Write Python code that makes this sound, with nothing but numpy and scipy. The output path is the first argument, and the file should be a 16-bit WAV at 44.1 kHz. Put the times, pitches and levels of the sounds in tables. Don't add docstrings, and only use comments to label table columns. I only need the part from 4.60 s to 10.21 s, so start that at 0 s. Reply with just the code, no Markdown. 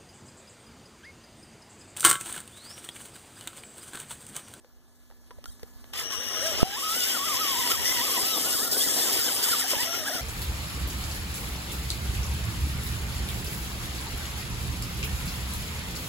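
import sys
import numpy as np
from scipy import signal
from scipy.fft import rfft, irfft, next_fast_len
from scipy.io import wavfile
from scipy.ndimage import uniform_filter1d

SR = 44100
rng = np.random.default_rng(int(sys.argv[2]) if len(sys.argv) > 2 else 0)


def file_out(sig):
    cols = np.atleast_2d(sig).T
    lim = np.clip(cols, -1, 1)
    pcm = np.round(lim * 32767).astype(np.int16)
    wavfile.write(sys.argv[1], SR, pcm)


N = 247401

# time in seconds, pitch in Hz, then the levels of fundamental, octave and third partial in dB.
GEAR_PITCH = [(1.35, 483.0, -69, -79, -72.5), (1.4, 542.0, -75, -40, -66), (1.43, 485.0, -47, -59, -70.5),
              (1.46, 464.0, -54, -78, -68), (1.5, 460.0, -51, -69.5, -62), (1.55, 424.0, -66, -71.0, -52),
              (1.585, 466.0, -45.5, -64, -71), (1.62, 579.0, -53, -54, -44), (1.66, 437.0, -58, -68, -65),
              (1.7, 560.0, -57, -50, -63), (1.74, 529.0, -66, -50, -49), (1.78, 492.0, -42, -73, -51),
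              (1.81, 485.0, -49, -74, -50), (1.854, 645.0, -35, -42, -43),
              (1.9, 652.0, -35.5, -39.5, -64.0), (1.94, 567.0, -43, -56, -48), (1.98, 625.0, -60, -55, -62),
              (2.02, 641.0, -36, -37, -65.5), (2.05, 753.0, -31, -56, -52.5),
              (2.1, 783.0, -37.5, -38, -64.5), (2.155, 840.0, -40.5, -36.5, -61.5),
              (2.185, 1151.0, -35, -49, -47), (2.216, 1060.0, -43, -52.5, -54),
              (2.24, 1284.0, -30.5, -53.0, -42), (2.29, 1270.0, -29, -57.5, -42),
              (2.335, 1330.0, -36, -48, -50), (2.376, 1510.0, -44, -37, -50),
              (2.415, 1450.0, -46, -33, -65.0), (2.44, 1440.0, -50, -46, -65.0),
              (2.465, 1540.0, -43, -46, -63.5), (2.5, 1570.0, -56, -38, -63.5),
              (2.53, 1500.0, -44, -35, -57.5), (2.562, 1380.0, -39, -35, -55),
              (2.584, 1078.0, -40, -48, -50), (2.636, 1140.0, -41.5, -58, -48.5),
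              (2.668, 1400.0, -41.0, -44, -63.0), (2.685, 1200.0, -36, -48, -64.5),
              (2.71, 1216.0, -36.5, -44, -64.0), (2.758, 962.0, -43, -46, -55.5),
              (2.805, 1309.0, -39, -42, -56.0), (2.865, 1145.0, -39, -42, -55),
              (2.926, 1060.0, -39.5, -42, -36), (2.965, 924.0, -43, -46, -59.5),
              (3.0, 1076.0, -37.5, -42, -41), (3.02, 909.0, -44, -45, -58), (3.055, 995.0, -38, -42, -37),
              (3.086, 926.0, -45, -44, -57.5), (3.114, 1383.0, -36, -44, -50),
              (3.14, 1307.0, -35.5, -52, -53), (3.17, 874.0, -54, -48, -48), (3.2, 985.0, -43, -33, -46),
              (3.23, 859.0, -49, -45, -60.5), (3.27, 1025.0, -53, -34, -48.0),
              (3.31, 1000.0, -51, -36, -60.0), (3.336, 1090.0, -46.0, -34, -46),
              (3.358, 974.0, -48, -42, -40), (3.41, 947.0, -41.5, -40.5, -58.5),
              (3.46, 1341.0, -46, -29, -56), (3.5, 1031.0, -46, -50, -44), (3.53, 1223.0, -47, -52, -61.5),
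              (3.58, 942.0, -38, -41, -58.0), (3.62, 1116.0, -51, -59, -57),
              (3.66, 1316.0, -47, -29, -41.5), (3.72, 1328.0, -46, -37, -41),
              (3.77, 1154.0, -45, -69.0, -36), (3.81, 1035.0, -67, -41, -41),
              (3.845, 1299.0, -46, -51, -45), (3.87, 1472.0, -41.5, -43, -50),
              (3.91, 1381.0, -57, -36, -67.0), (3.94, 1507.0, -42, -51, -63.5),
              (3.97, 1061.0, -51, -73.5, -43), (4.01, 1214.0, -43.5, -69.0, -53),
              (4.045, 1483.0, -49, -42, -65.0), (4.08, 1374.0, -45, -76, -71.5),
              (4.11, 1431.0, -60, -70.0, -64.5), (4.15, 1450.0, -45, -64.5, -64.0),
              (4.18, 1600.0, -52, -52, -52.0), (4.21, 1640.0, -52, -33, -40),
              (4.25, 2040.0, -37, -50, -60.0), (4.28, 1600.0, -50, -36, -52.5),
              (4.3, 1740.0, -48, -38, -62.5), (4.33, 1600.0, -50, -42, -63.0),
              (4.36, 1856.0, -57, -59, -52), (4.387, 2173.0, -42, -40, -37.0),
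              (4.41, 1800.0, -43, -42, -50.0), (4.44, 1780.0, -44, -37, -61.0),
              (4.47, 1429.0, -50, -50, -61.0), (4.5, 1250.0, -43.5, -52.5, -62.5),
              (4.53, 1776.0, -70, -50, -51.0), (4.56, 1620.0, -65, -41, -64.5),
              (4.6, 1428.0, -44, -44, -74), (4.625, 1350.0, -55, -51, -57),
              (4.665, 1802.0, -49, -49.0, -39), (4.69, 1504.0, -41, -36, -61.0),
              (4.71, 1103.0, -53, -60.5, -55), (4.75, 1149.0, -50, -64.5, -64),
              (4.8, 1200.0, -62, -41, -44), (4.84, 1614.0, -42, -42.5, -37),
              (4.875, 1102.0, -45.5, -62.0, -48), (4.912, 1672.0, -61, -45, -58),
              (4.935, 1370.0, -33, -52, -51.5), (4.952, 1146.0, -42, -67, -57),
              (4.99, 1299.0, -73, -74, -63.5), (5.02, 955.0, -66.0, -41, -76),
              (5.05, 715.0, -37.5, -42.5, -71), (5.08, 922.0, -55, -48, -64.5),
              (5.12, 1133.0, -49, -47, -48), (5.145, 975.0, -41, -40, -60.5),
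              (5.17, 786.0, -48, -55, -65.0), (5.2, 933.0, -42, -39, -64.5), (5.225, 1015.0, -47, -40, -57),
              (5.264, 647.0, -48, -58, -54), (5.3, 675.0, -41, -51.5, -49), (5.33, 685.0, -50, -46, -55),
              (5.37, 720.0, -60, -53.0, -57), (5.4, 650.0, -51, -68, -51), (5.43, 610.0, -41, -58, -42),
              (5.455, 640.0, -60, -50, -62.5), (5.48, 878.0, -49, -35.5, -57),
              (5.512, 588, -35.5, -49, -44), (5.535, 732.0, -48, -48, -46), (5.555, 770.0, -49, -41, -65),
              (5.585, 645.0, -46, -42, -47), (5.61, 703.0, -44, -50, -46)]
INERTIA_S = .012
# time in seconds, distance as a share of the pitch, level in dB against the first.
HUNTING_TRAINS = [(1.35, .25, -5), (1.8, .25, -6), (1.85, .05, -24), (3.7, .05, -24), (3.85, .2, -10),
                  (4.1, .2, -5), (5.0, .2, -5), (5.15, .22, -12), (5.3, .2, -15), (5.61, .15, -15)]
# time in seconds, level in dB.
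GROWL_LEVEL = [(1.35, -57), (1.4, -52), (1.48, -61), (1.53, -54), (1.7, -55), (1.87, -51), (2.0, -52),
               (2.12, -58), (2.25, -75), (5.0, -75), (5.15, -58), (5.61, -57)]
GROWL_MULTIPLES = (2.5, 3.5, 4, 5, 6, 7)
OVERTONE_FLICKER_DB = 4
DULL_HZ, DULL_WIDTH_HZ, DULL_DB = 2450, 280, -10
STRAND_PITCHES = (1900, 2950, 3050, 3180, 3300, 3450, 3600, 3800, 4000)
STRAND_DB, STRAND_WANDER = -14, .045

# time in seconds, level in dB.
EFFORT = [(1.32, -117), (1.334, -48.5), (1.396, -37), (1.485, -53), (1.528, -39.5), (1.585, -45.5),
          (1.72, -41.5), (1.82, -41), (1.87, -36), (1.97, -40.5), (2.01, -38), (2.14, -34), (2.35, -29),
          (2.55, -31), (2.61, -36), (2.68, -34), (3.09, -32.5), (3.115, -26.5), (3.17, -32.5), (3.6, -31.5),
          (4.05, -29.5), (4.1, -36), (4.126, -23.5), (4.16, -31), (4.19, -27), (4.36, -28), (4.392, -26.5),
          (4.47, -28.5), (4.67, -29), (4.815, -32.5), (4.84, -25.5), (4.876, -30), (4.932, -26.5),
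          (4.96, -31.5), (5.01, -29), (5.058, -36.5), (5.11, -28), (5.176, -36), (5.206, -30.5),
          (5.3, -40.5), (5.35, -36), (5.45, -42), (5.478, -34), (5.506, -40.5), (5.55, -36.5), (5.61, -42)]
# time in seconds, gear rattle in dB, tyre crunch in dB.
GRIND_LEVELS = [(1.33, -42, -48), (1.6, -43.5, -52), (1.9, -38.5, -42.5), (2.1, -32.5, -39),
                (2.4, -37, -44), (3.0, -35, -43), (3.6, -36.5, -41.5), (4.1, -43.5, -40.5),
                (4.45, -38, -37.5), (5.0, -37.5, -45), (5.3, -38.5, -44.5), (5.61, -42.5, -45)]
EFFORT_MEAN_S, RATTLE_FOLLOWS, CRUNCH_FOLLOWS = 0.45, 0.67, 0.31
CRUNCH_LUMPY_DB = 1.2
# time in seconds, rise over the crunch in dB.
CLOD_BURSTS = [(2.366, 8.5), (3.129, 7), (3.41, 4), (3.583, 10.5), (3.777, 9.5), (4.363, 1), (4.67, 0),
               (5.127, 8)]
CLOD_S = .01
FIZZ_S, FIZZ_DB, FIZZ_T60_S = .856, -55, 0.4

# frequency in Hz, relative level per hertz in dB.
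GEAR_COLOUR = [(700, -18.5), (1000, -6), (1500, -4.5), (2000, -6.5), (2500, 13), (3200, -1), (4000, -24),
               (5000, -0.5)]
BRUSH_COLOUR = [(4000, -0.5), (5000, 0), (6300, 1.5), (8000, -2), (10000, 5.5), (13000, 4.5), (15500, 5)]
TYRE_COLOUR = [(120, -12), (250, 7.5), (400, 5.5), (650, 0.5), (1000, -7.5)]
AIR_COLOUR = [(90, 15), (200, 5), (350, 3.5), (500, -7), (1100, -7), (2100, -10.5), (3300, -10), (5500, -8),
              (9000, -10.5), (15000, -11.5)]
# frequency in Hz, width in Hz, gain of the added ring in dB.
BODY_RINGS = [(3495, 370, -1.5), (5040, 188, 11), (7480, 550, 11.5)]
# frequency in Hz, likeness (1 means the same).
LIKENESS = [(200, 0.99), (1000, 1), (2000, 0.94), (4000, 0.017), (6000, 0.012), (9000, 0.11),
            (14000, 0.032)]
# frequency in Hz, left minus right in dB.
LEFT_LEAN = [(300, 0.5), (600, -3.5), (1200, -4), (2200, 4.5), (4200, -6.5), (8000, 7.5), (15000, -6)]
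SURGE_DB, PATCHY_DB = .8, 1.5

CREEP_HZ, CRUISE_HZ = 5804, 5745
# start in seconds, end in seconds, tone level in dB, half-pitch level in dB.
CREEP_SPELLS = [(1.416, 1.897, -38.5, -46.5), (5.463, 5.7, -42, -69)]
# time in seconds, tone level in dB, octave level in dB.
CRUISE_LEVELS = [(1.87, -42.5, -64), (2.0, -41, -65), (2.13, -43, -69), (2.2, -36, -62), (2.4, -38.5, -65),
                 (2.6, -47, -55), (2.82, -37, -42), (2.9, -45, -48), (3.12, -47, -42), (3.25, -33, -53),
                 (3.42, -44.5, -45), (3.6, -42, -41), (3.75, -39.5, -46), (3.95, -46, -44),
                 (4.05, -47, -50), (4.4, -39, -62), (4.8, -54, -50), (5.1, -39, -63), (5.18, -46, -56),
                 (5.3, -36.5, -45), (5.47, -45, -69)]
SING_FLICKER_DB = 1.5

# start in seconds, level in dB, ring pitch in Hz,
# ring time to fall by 60 dB in seconds, scuff over ring in dB, top of the scuff in Hz.
CLICK_EVENTS = [(0.046, -46, 494, 0.043, -9.5, 1500), (0.502, -50, 510, 0.038, -9, 1500),
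                (0.511, -57, 900, 0.033, 0, 1600), (0.522, -59, 1300, .025, -3, 1700),
                (0.708, -41.5, 483, 0.037, -9, 1800), (0.712, -44.5, 990, 0.045, -10, 3000),
                (0.786, -37, 560, 0.021, -22.5, 1000), (0.841, -43.5, 290, 0.058, 0.5, 7000),
                (0.857, -38, 1390, 0.037, -4.5, 9000), (0.996, -63.5, 1630, .02, 6, 5000),
                (1.031, -28.5, 454, 0.025, -14, 6000), (1.242, -54.5, 1520, 0.022, 5.5, 2000),
                (1.336, -47, 490, 0.022, 11.5, 9200), (1.345, -48, 1260, 0.016, -15, 5000),
                (4.167, -19.5, 430, 0.027, -15.5, 1212), (5.134, -18.5, 550, 0.023, -20, 1198)]
# time in seconds, pitch in Hz, level in dB.
SERVO_TWITCH = [(.868, 1560, -78), (.88, 1640, -60), (.9, 1600, -58), (.907, 1750, -70), (.913, 1960, -61),
                (.927, 1860, -60), (.94, 1800, -70), (.96, 1780, -82)]
SERVO_OVERTONES = [-14, -3, -5, 1, 1, -4]

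# time in seconds, peak in dB.
SINGLE_POPS = [(1.033, -29), (2.030, 0.5), (2.752, -28), (3.19, -33), (4.03, -25), (5.168, -22)]
POP_RISE_S, POP_FALL_S = .0004, .0014
BEAT_FIRST_S, BEAT_S = 1.394, .31985
BEAT_DB, BEAT_START_DB, BEAT_GROWS_DB_S, BEAT_UNEVEN_DB = -23, -51, 18, 1
WIND_BAND = (36, 58.3)
BREEZE_DB, BREEZE_ONSET_DB_S = -52.5, 5
# time of the gust's peak in seconds, peak in dB, slope either side in dB per second.
WIND_GUSTS = [(.8, -53, 40.3), (1.38, -45.5, 40.3), (2.04, -27.5, 75), (2.75, -48, 87), (2.98, -65, 59.5),
              (3.22, -35, 70.4), (4.03, -46, 59.4), (4.551, -46, 81), (5.36, -46, 80)]

# time in seconds, level in dB.
BACKGROUND_LEVEL = [(0, -64.5), (.6, -61.5), (1.3, -55), (2, -49), (5.61, -45)]
# time in seconds, pitch in Hz.
HUM_PITCH = [(0, 243.2), (2.2, 242.3), (2.7, 252), (4, 264.3), (4.8, 266.2), (5.61, 262.7)]
HUM_DB, THIN_TONE_HZ, THIN_TONE_DB = -2.5, 1716, -17

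LEFT_LEAD_S, CROSS_LAG_S = .00007, .000396
CROSS_GAIN, CROSS_CUT_HZ = 0.75, 7000
LIMIT_DB, RELEASE_DB_S, CUTOFF_HZ = -9.5, 23.5, 15520


def from_db(db):
    return 10 ** (np.asarray(db) / 20)


def rms_one(x):
    return x / np.sqrt(np.mean(x ** 2) + 1e-20)


def in_time(rows, outside=None):
    s, *columns = np.transpose(np.vstack(rows))
    return [np.interp(np.arange(N) / SR, s, c, outside, outside) for c in columns]


def at_hz(points, hz):
    return np.interp(np.log(hz), np.log(np.array(points)[:, 0]), np.array(points)[:, 1])


def drift(rate):
    r = np.exp(-80 * np.pi * rate / SR)
    noise = rng.standard_normal(N // 40 + 2002)
    slow = signal.lfilter([1], [1, -2 * r, r * r], noise)[2000:]
    return np.interp(np.arange(N) / 40, np.arange(len(slow)), rms_one(slow))


def grains(per_s, spread_db):
    shape = (2, 2, N)
    size_db = spread_db * np.minimum(rng.exponential(1, shape), 4)
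    sizes = from_db(size_db) * rng.standard_normal(shape)
    ticks = sizes * (rng.random(shape) < per_s / SR)
    return rms_one(ticks) + rng.standard_normal(shape)


def spread(streams, spectrum):
    out, together = 0, drift(25)
    lowest, highest = spectrum[0][0], spectrum[-1][0]
    edges = lowest * 2 ** np.arange(-1 / 6, np.log2(highest / lowest) + .4, 1 / 3)
    for k, (low, high) in enumerate(zip(edges, edges[1:])):
        band = signal.butter(2, [low, high], "band", fs=SR, output="sos")
        mid, side = signal.sosfilt(band, streams[k % 2])
        hz = np.sqrt(low * high)
        alike = np.clip(at_hz(LIKENESS, hz), -1, 1)
        flicker_db = SURGE_DB * together + PATCHY_DB * drift(14)
        lean = from_db(at_hz(LEFT_LEAN, hz) / 2 * np.array([[1], [-1]]))
        pair = np.sqrt(1 + alike) * mid + np.sqrt(1 - alike) * side * [[1], [-1]]
        out = out + from_db(at_hz(spectrum, hz) + flicker_db) * lean * pair
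    return rms_one(out)


def tones(hz, levels_db, waver, rough):
    turns = 2 * np.pi * np.cumsum(hz * (1 + waver * drift(60))) / SR
    out = 0
    for k, db in enumerate(levels_db):
        share = min(rough * (k + 1) ** 2, .95)
        chance = drift(70 + 40 * k) + 1j * drift(70 + 40 * k)
        smear = np.sqrt(1 - share) + np.sqrt(share / 2) * chance
        out = out + np.sqrt(2) * from_db(db) * np.imag(smear * np.exp(1j * (k + 1) * turns))
    return out


def delayed(x, s, cut_hz=1e6):
    size = next_fast_len(N + 64)
    hz = np.fft.rfftfreq(size, 1 / SR)
    shift = np.exp(-2j * np.pi * hz * s)
    return irfft(rfft(x, size) * shift / (1 + (hz / cut_hz) ** 4), size)[..., :N]


def gear_whine():
    mesh_hz, *partials_db = in_time(GEAR_PITCH)
    share, under_db = in_time(HUNTING_TRAINS)
    hz = uniform_filter1d(mesh_hz, round(INERTIA_S * SR))
    dull_db = [DULL_DB * np.exp(-((k * hz - DULL_HZ) / DULL_WIDTH_HZ) ** 2) for k in (1, 2, 3)]
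    flicker_db = [1.8 * drift(35), OVERTONE_FLICKER_DB * drift(25), OVERTONE_FLICKER_DB * drift(25)]
    levels_db = np.sum([partials_db, dull_db, flicker_db], axis=0)
    out = tones(hz, levels_db, waver=.006, rough=.09)
    for k in GROWL_MULTIPLES:
        growl_db = in_time(GROWL_LEVEL)[0] + OVERTONE_FLICKER_DB * drift(25)
        out = out + tones(k * hz, [growl_db], waver=.015, rough=.7)
    mean_db = 20 * np.log10(uniform_filter1d(from_db(partials_db[0]), round(.15 * SR)))
    for side in (-1, 1):
        level_db = mean_db + under_db + 4 * drift(22)
        train_hz = hz * (1 + share * (side + .6 * np.tanh(drift(12))))
        out = out + tones(train_hz, [level_db, level_db - 7], waver=.004, rough=.05)
    return (np.arange(N) / SR > GEAR_PITCH[0][0]) * out


def strands(rattle_db):
    out = 0
    for hz in STRAND_PITCHES:
        weaving_hz = hz * (1 + STRAND_WANDER * drift(10))
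        level_db = rattle_db + STRAND_DB + 5 * np.tanh(drift(16))
        out = out + tones(weaving_hz, [level_db], waver=.004, rough=.2)
    return out


def drive_levels():
    t = np.arange(N) / SR
    hiss_db, = in_time(EFFORT)
    mean_db = uniform_filter1d(np.maximum(hiss_db, -45), round(EFFORT_MEAN_S * SR))
    swing_db = hiss_db - mean_db
    rattle_db, crunch_db = in_time(GRIND_LEVELS)
    clods_db = sum(db * np.exp(-((t - s) / CLOD_S) ** 2) for s, db in CLOD_BURSTS)
    rattle_db = rattle_db + RATTLE_FOLLOWS * swing_db
    crunch_db = crunch_db + CRUNCH_FOLLOWS * swing_db + clods_db + CRUNCH_LUMPY_DB * drift(14)
    return hiss_db, rattle_db, crunch_db


def gear_rattle(rattle_db):
    return from_db(rattle_db) * spread(grains(1500, 3.5), GEAR_COLOUR)


def brush_hiss(hiss_db):
    bright = spread(grains(6000, 4.25), BRUSH_COLOUR)
    since = np.arange(N) / SR - FIZZ_S
    fizz = (since > 0) * from_db(FIZZ_DB - 60 * np.maximum(since, 0) / FIZZ_T60_S)
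    crackle = bright * from_db(2.5 * drift(70))
    return from_db(hiss_db) * bright + fizz * crackle


def body(x):
    out = x
    for hz, width_hz, db in BODY_RINGS:
        r = np.exp(-np.pi * width_hz / SR)
        feed = [(1 - r * r) / 2, 0, (r * r - 1) / 2]
        back = [1, -2 * r * np.cos(2 * np.pi * hz / SR), r * r]
        out = out + from_db(db) * signal.lfilter(feed, back, x)
    return out


def tyre_crunch(crunch_db):
    return from_db(crunch_db) * spread(grains(600, 2.2), TYRE_COLOUR)


def controller():
    t, flicker = np.arange(N) / SR, from_db(SING_FLICKER_DB * drift(8))
    creep = 0
    for on, off, tone_db, half_db in CREEP_SPELLS:
        gate = np.clip(np.minimum(t - on, off - t) / .02, 0, 1)
        creep = creep + gate * tones(CREEP_HZ / 2, [half_db, tone_db], waver=.0002, rough=.06)
    cruise_hz = CRUISE_HZ * (1 + .0007 * drift(3))
    cruise = tones(cruise_hz, in_time(CRUISE_LEVELS, outside=-120), waver=.0006, rough=.16)
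    return flicker * (creep * from_db([[3.5], [-3]]) + cruise * from_db([[3], [-3]]))


def clicks():
    out, t = np.zeros(N + 4410), np.arange(4410) / SR
    noise = rng.standard_normal((len(CLICK_EVENTS), len(t)))
    scuff_fade = 2 * np.exp(-t / 0.0008) + 0.55 * np.exp(-t / 0.005)
    for (s, db, hz, t60, scuff_db, top_hz), hiss in zip(CLICK_EVENTS, noise):
        ring_fade = from_db(-60 * t / max(t60, .005)) * (1 - np.exp(-t / 0.0011))
        ring = np.sin(2 * np.pi * hz * t) * ring_fade
        band = signal.butter(1, [250, top_hz], "band", fs=SR, output="sos")
        scuff = rms_one(signal.sosfilt(band, hiss)) * scuff_fade
        out[round(s * SR):][:len(t)] += from_db(db) * (ring + from_db(scuff_db) * scuff)
    return out[:N]


def servo():
    hz, db = in_time(SERVO_TWITCH)
    start, end = SERVO_TWITCH[0][0], SERVO_TWITCH[-1][0]
    sounding = in_time([(start, 1), (end, 1)], outside=0)[0]
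    return sounding * tones(hz, [db + rel_db for rel_db in SERVO_OVERTONES], waver=.01, rough=.03)


def right_pops():
    kicks, t = np.zeros(N), np.arange(900) / SR
    beat = np.arange(BEAT_FIRST_S, N / SR, BEAT_S)
    growing_db = np.minimum(BEAT_DB, BEAT_START_DB + BEAT_GROWS_DB_S * (beat - beat[0]))
    beat_db = growing_db + BEAT_UNEVEN_DB * rng.standard_normal(len(beat))
    for s, db in [*zip(beat, beat_db), *SINGLE_POPS]:
        kicks[round(s * SR)] = -from_db(db)
    push = (1 - np.exp(-t / POP_RISE_S)) ** 2 * np.exp(-t / POP_FALL_S)
    return signal.fftconvolve(kicks, push / push.max())[:N]


def right_wind():
    t = np.arange(N) / SR
    band = signal.butter(1, WIND_BAND, "band", fs=SR, output="sos")
    rumble = signal.sosfilt(band, rng.standard_normal(N))
    rumble = signal.sosfilt(signal.butter(1, 160, fs=SR, output="sos"), rumble)
    rumble = rumble * from_db(2.5 * drift(12))
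    breeze = from_db(BREEZE_DB + BREEZE_ONSET_DB_S * np.minimum(t - 1, 0))
    gusts = sum(from_db(db - slope * np.abs(t - s)) for s, db, slope in WIND_GUSTS)
    return (breeze + gusts) * rms_one(rumble)


def background():
    hush = spread(rng.standard_normal((2, 2, N)), AIR_COLOUR)
    hum = tones(in_time(HUM_PITCH)[0], [HUM_DB], waver=.004, rough=.05)
    thin = tones(THIN_TONE_HZ, [THIN_TONE_DB], waver=.0004, rough=.03)
    return from_db(in_time(BACKGROUND_LEVEL)[0]) * (hush + hum + thin)


def scene():
    hiss_db, rattle_db, crunch_db = drive_levels()
    gears = gear_whine() + strands(rattle_db)
    truck = body(gear_rattle(rattle_db) + brush_hiss(hiss_db))
    near = gears + truck + tyre_crunch(crunch_db) + controller() + clicks() + servo() + background()
    right = delayed(near[1], LEFT_LEAD_S)
    return np.array([near[0], right + right_pops() + right_wind()])


def record(dry):
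    late = [delayed(dry[1], CROSS_LAG_S), delayed(dry[0], CROSS_LAG_S, CROSS_CUT_HZ)]
    wide = dry - CROSS_GAIN * np.array(late)
    over_db = np.maximum(20 * np.log10(np.abs(wide).max(axis=0) + 1e-9) - LIMIT_DB, 0)
    ramp_db = RELEASE_DB_S * np.arange(N) / SR
    duck_db = np.maximum(np.maximum.accumulate(over_db + ramp_db) - ramp_db, 0)
    duck_db = signal.lfilter([.007], [1, -.993], duck_db)
    out = np.clip(wide * from_db(-duck_db), -1, 1)
    return signal.sosfilt(signal.ellip(12, .5, 70, CUTOFF_HZ, fs=SR, output="sos"), out)


dry = scene()
out = record(dry)
file_out(out)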